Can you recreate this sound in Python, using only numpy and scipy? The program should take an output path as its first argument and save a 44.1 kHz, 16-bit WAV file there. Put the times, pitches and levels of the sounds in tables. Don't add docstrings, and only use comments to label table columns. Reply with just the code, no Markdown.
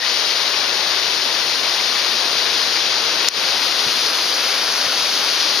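import sys
import numpy as np
from scipy import signal
from scipy.fft import rfft, irfft, next_fast_len
from scipy.io import wavfile
from scipy.ndimage import minimum_filter1d

SR = 44100
rng = np.random.default_rng(int(sys.argv[2]) if len(sys.argv) > 2 else 0)


def persist_wave(psi):
    counts = np.round(np.clip(psi, -1, 1) * 32767).astype(np.int16)
    wavfile.write(sys.argv[1], SR, np.atleast_2d(counts).T)


N = 246959
TIME = np.arange(N) / SR
SIZE = next_fast_len(N, True)
BIN_HZ = np.maximum(np.fft.rfftfreq(SIZE, 1 / SR), 1)


def from_db(db):
    return 10 ** (np.asarray(db) / 20)


def rms_one(x):
    return x / np.sqrt(np.mean(x ** 2) + 1e-20)


def in_time(rows):
    s, *columns = np.transpose(rows)
    return [np.interp(TIME, s, column) for column in columns]


def in_pitch(rows):
    hz, *columns = np.transpose(rows)
    return [np.interp(np.log(BIN_HZ), np.log(hz), column) for column in columns]


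def arch(middle_s, length_s):
    return np.cos(np.pi * np.clip((TIME - middle_s) / length_s, -.5, .5)) ** 2


def drift(rate_hz):
    step, warmup = 40, 2000
    pole = np.exp(-2 * np.pi * rate_hz * step / SR)
    noise = rng.standard_normal(N // step + warmup + 2)
    slow = signal.lfilter([1], [1, -2 * pole, pole ** 2], noise)[warmup:]
    return np.interp(np.arange(N) / step, np.arange(len(slow)), rms_one(slow))


def ring(clicks, hz, t60_s):
    radius = from_db(-60 / (t60_s * SR))
    angle = 2 * np.pi * hz / SR
    return signal.lfilter([.5, 0, -.5], [1, -2 * radius * np.cos(angle), radius ** 2], clicks + 1e-18)


def struck(blows, modes):
    clicks = np.zeros(N)
    for s, db in blows:
        clicks[round(s * SR)] = from_db(db)
    return sum(from_db(db) * ring(clicks, hz, t60_s) for hz, db, t60_s in modes)


# time in seconds, turn from the pool (0) to the weir (1).
CAMERA_TURN = [(0, 0.18), (2.3, 0.35), (3.3, 0.31), (3.5, 0.4), (3.9, 0.6), (4.7, 0.96), (5.2, 0.86),
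               (5.6, 0.48)]
# middle in seconds, # length in seconds, low roar in dB, gurgle in
# dB, foam hiss in dB, fine spray in dB, lean to the left in dB.
CAMERA_GLANCES = [(.1, 2.1, -1.5, 0, 0, 0, 0), (0.71, 0.81, 0.5, 0.5, -0.3, -0.5, 0.6),
                  (1.35, 1.1, 0, -0.7, -0.3, -0.2, 0.2), (2.5, .9, 0.2, 0, 0.2, 0, 0),
                  (3.0, 1.1, 1.2, 0, 0.25, -1, -0.2), (3.9, .6, 0.5, 0, 0.5, 0.5, 0),
                  (4.7, 1.2, -0.5, 0.6, -.8, -.4, -0.1), (5.45, 0.78, 0, 0, .5, -0.5, .2)]
LEAN_DB = -1.06
MIDTURN_HISS_DB, MIDTURN_SPRAY_DB = 0.26, 2.3


def stance():
    turn = np.clip(in_time(CAMERA_TURN)[0], 0, 1)
    mid_turn = np.sin(np.pi * turn)
    shades_db = sum(np.outer(shade_db, arch(s, length_s)) for s, length_s, *shade_db in CAMERA_GLANCES)
    low_db, gurgle_db, hiss_db, spray_db, lean_db = shades_db
    hiss_db = hiss_db + MIDTURN_HISS_DB * mid_turn
    spray_db = spray_db + MIDTURN_SPRAY_DB * mid_turn
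    return turn, LEAN_DB + lean_db, (low_db, gurgle_db, hiss_db, spray_db)


def roar(surge, surge_db, patchy_db):
    white = rfft(rng.standard_normal((2, SIZE)))
    octave = np.clip(np.log2(BIN_HZ / 60), 0, 8).astype(int)
    out = 0
    for k in np.unique(octave):
        band = irfft(white * (octave == k), SIZE)[:, :N]
        out = out + band * from_db(surge_db * surge + patchy_db * drift(18))
    return rms_one(out)


def bubbles(surge, low_hz, high_hz, per_s, cycles, spread_db, clump_db, count):
    births = per_s * from_db(clump_db * (surge + drift(20))) / SR
    strengths = from_db(spread_db * np.minimum(rng.exponential(1, N), 4)) * rng.choice([-1, 1], N)
    clicks = strengths * (rng.random(N) < births)
    dealt = rng.integers(0, count, N)
    pitches_hz = np.geomspace(low_hz, min(high_hz, SR / 2), count)
    out = sum(hz * ring(clicks * (dealt == k), hz, cycles / hz) for k, hz in enumerate(pitches_hz))
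    return rms_one(out) * np.sqrt(2 * (high_hz - low_hz) / SR)


def ports(direct, diffuse, facing):
    colour_db, balance_db, alike, lead_rad = in_pitch(facing)
    alike = np.clip(alike, 0, 1)
    sign = np.array([[1], [-1]])
    shade = from_db(sign * balance_db / 2)
    shade = from_db(colour_db) * shade / np.sqrt(np.mean(shade ** 2, axis=0))
    pair = np.sqrt(1 + alike) * direct + sign * np.sqrt(1 - alike) * diffuse
    return rms_one(irfft(pair * shade * np.exp(sign * .5j * lead_rad), SIZE)[:, :N])


# frequency in Hz, relative density in dB per Hz.
RUSH_COLOUR = [(25.0, -42), (60.0, -21.5), (110.0, -25), (150.0, -20.5), (200.0, -19.5), (300.0, -12.5),
               (500.0, -8.0), (1300.0, -7.5), (2300.0, -5), (3400.0, -2.5), (4600.0, -0.65), (5500.0, -3.5),
               (6800.0, -13), (9500.0, -18.5), (15000.0, -32.5)]
# frequency in Hz, colour in dB, left over right in dB,
# likeness 0-1, left lead in radians.
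POOL_PORTS = [(60, -2, 3, 0.87, 0), (250, 1.7, 5.5, 0.92, -0.04), (780, 0, 6.5, 0.9, -0.74),
              (930, 2.5, 5, 1, -1), (1410, 0, 8, 0.64, -0.45), (1910, 0.5, 9.5, 0.52, 0.5),
              (2700, -0.5, 10, 0.84, 1.4), (3800, 1, 13.5, 0.65, 0.65), (4600, 1, 12.5, 0.6, 0.3),
              (5500, -0.8, 4.5, 0.9, 1.02), (6030, 0, 2.5, 0.4, 1.5), (9400, -1.5, 3.5, 0.27, 3),
              (14000, 2, 9, 0.5, 2.5)]
# frequency in Hz, colour in dB, left over right in dB,
# likeness 0-1, left lead in radians.
WEIR_PORTS = [(60, -2, 3, 0.7, 0), (250, 1.5, 5.5, 0.98, -0.0067), (770, -1, 5, 0.93, 0.34),
              (1000, -0.9, 5.5, 0.97, 0.039), (1430, 2, 5.5, 0.97, -0.036), (1700, -2, 4.5, 0.84, -0.2),
              (2700, -1.4, 6.5, 0.78, -0.054), (3800, 0.05, 8.5, 0.87, -0.48), (4760, 0.8, 9.5, 0.5, -0.17),
              (5300, 0.5, 1, 0.75, -1.44), (6640, 0.5, 0, 0.83, -0.87), (9500, -0.5, 1.5, 0.52, -0.073),
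              (14000, 4, 3.5, 0.16, -0.073)]
GAP_HZ, GAP_WIDTH_HZ = 7878, 2060
RANGE_EDGES_HZ = (520, 2400, GAP_HZ)
RUSH_DB = -17
SWELL_DB, SWELL_S = -6.5, 0.053


def whitewater():
    turn, lean_db, ranges_db = stance()
    surge = drift(5.5)
    direct, diffuse = roar(surge, surge_db=0.05, patchy_db=.5)
    gurgle = from_db(-5.5) * bubbles(surge, low_hz=281.0, high_hz=2545, per_s=1800, cycles=21,
                                     spread_db=3.0, clump_db=1.0, count=48)
    spray = from_db(-5.5) * bubbles(surge, low_hz=2600, high_hz=13200, per_s=6000, cycles=8,
                                    spread_db=4.5, clump_db=2.0, count=20)
    colour = from_db(in_pitch(RUSH_COLOUR)[0])
    direct, diffuse = colour * rfft([direct + gurgle + spray, from_db(0.75) * diffuse], SIZE)
    at_pool = ports(direct, diffuse, POOL_PORTS)
    at_weir = ports(direct, diffuse, WEIR_PORTS)
    spectrum = rfft((1 - turn) * at_pool + turn * at_weir, SIZE)
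    ranges = np.searchsorted(RANGE_EDGES_HZ, BIN_HZ)
    heard = sum(from_db(db) * irfft(spectrum * (ranges == k), SIZE)[:, :N]
                for k, db in enumerate(ranges_db))
    swell_db = SWELL_DB * np.maximum(1 - TIME / SWELL_S, 0)
    return heard * from_db(RUSH_DB + swell_db + lean_db * np.array([[.5], [-.5]]))


def treble_gap(x):
    edges_hz = [GAP_HZ - GAP_WIDTH_HZ / 2, GAP_HZ + GAP_WIDTH_HZ / 2]
    return signal.sosfilt(signal.butter(4, edges_hz, "bandstop", fs=SR, output="sos"), x)


# middle in seconds, length in seconds,
# pitch at the middle in Hz, mean peak level in dB.
MOUNT_SQUEAK = (.032, .09, 1880, -25.3)
SQUEAK_RISE_HZ_PER_S = 1400


def squeak(jitter, rough_db):
    middle_s, length_s, middle_hz, level_db = MOUNT_SQUEAK
    pitch_hz = middle_hz + SQUEAK_RISE_HZ_PER_S * np.minimum(TIME - middle_s, length_s)
    pitch_hz = pitch_hz * (1 + jitter * drift(120))
    level = from_db(level_db + rough_db * drift(90)) * np.sqrt(arch(middle_s, length_s))
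    return level * np.sin(2 * np.pi * np.cumsum(pitch_hz) / SR)


def shuffle_rumble(level_db, top_hz):
    band = signal.butter(2, [35, top_hz], "band", fs=SR, output="sos")
    rumble = rms_one(signal.sosfilt(band, rng.standard_normal((2, N))))
    return from_db(level_db) * arch(middle_s=3.6, length_s=5.5) * rumble


# time in seconds, strength in dB.
TICK_BLOWS = [(3.28626, 11), (3.28645, 5), (3.28719, 3)]
# frequency in Hz, relative level in dB, t60 in seconds.
HOUSING_MODES = [(3700, -12, 0.01), (4330, -9, 0.007), (5500, -.5, 0.0026), (6600, -11.5, 0.008),
                 (9480, -19.5, 0.0105), (12100, -18, 0.002)]


def housing_tick(right_db, right_lead_samples):
    shell = struck(TICK_BLOWS, HOUSING_MODES)
    n = np.arange(N)
    return np.array([shell, from_db(right_db) * np.interp(n + right_lead_samples, n, shell)])


# time in seconds, strength in dB before the lowpass.
MOUNT_BUMPS = [(3.865, -24.5), (4.865, -30)]
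# frequency in Hz, relative level in dB before the lowpass, t60 in seconds.
MOUNT_MODES = [(144, -2, 0.055), (230, 0.5, .05)]


def bumps(soft_hz):
    lowpass = signal.butter(2, soft_hz, fs=SR, output="sos")
    return signal.sosfilt(lowpass, struck(MOUNT_BUMPS, MOUNT_MODES))


def scene():
    water = treble_gap(whitewater())
    mount = squeak(jitter=0.04, rough_db=4) + bumps(soft_hz=380)
    mount = mount * from_db([[0], [-6.5]])
    rumble = shuffle_rumble(level_db=-54.0, top_hz=260)
    tick = housing_tick(right_db=-4.0, right_lead_samples=1.15)
    return water + mount + rumble + tick


def limiter(x, ceiling_db, attack_s, hold_s, release_db_per_s):
    over_db = np.maximum(20 * np.log10(np.abs(x).max(axis=0) + 1e-9) - ceiling_db, 0)
    release_db = release_db_per_s * TIME
    duck_db = np.maximum.accumulate(over_db + release_db) - release_db
    half = int(hold_s * SR / 2)
    duck_db = -minimum_filter1d(-duck_db, 2 * half + 1, origin=half)
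    pole = np.exp(-1 / (attack_s * SR))
    return x * from_db(-signal.lfilter([1 - pole], [1, -pole], duck_db))


def record(dry):
    limited = limiter(dry, ceiling_db=2.0, attack_s=0.0017, hold_s=0.021, release_db_per_s=172)
    lowpass = signal.ellip(10, .2, 70, 15150, fs=SR, output="sos")
    return signal.sosfilt(lowpass, np.clip(limited, -1, 1))


dry = scene()
out = record(dry)
persist_wave(out)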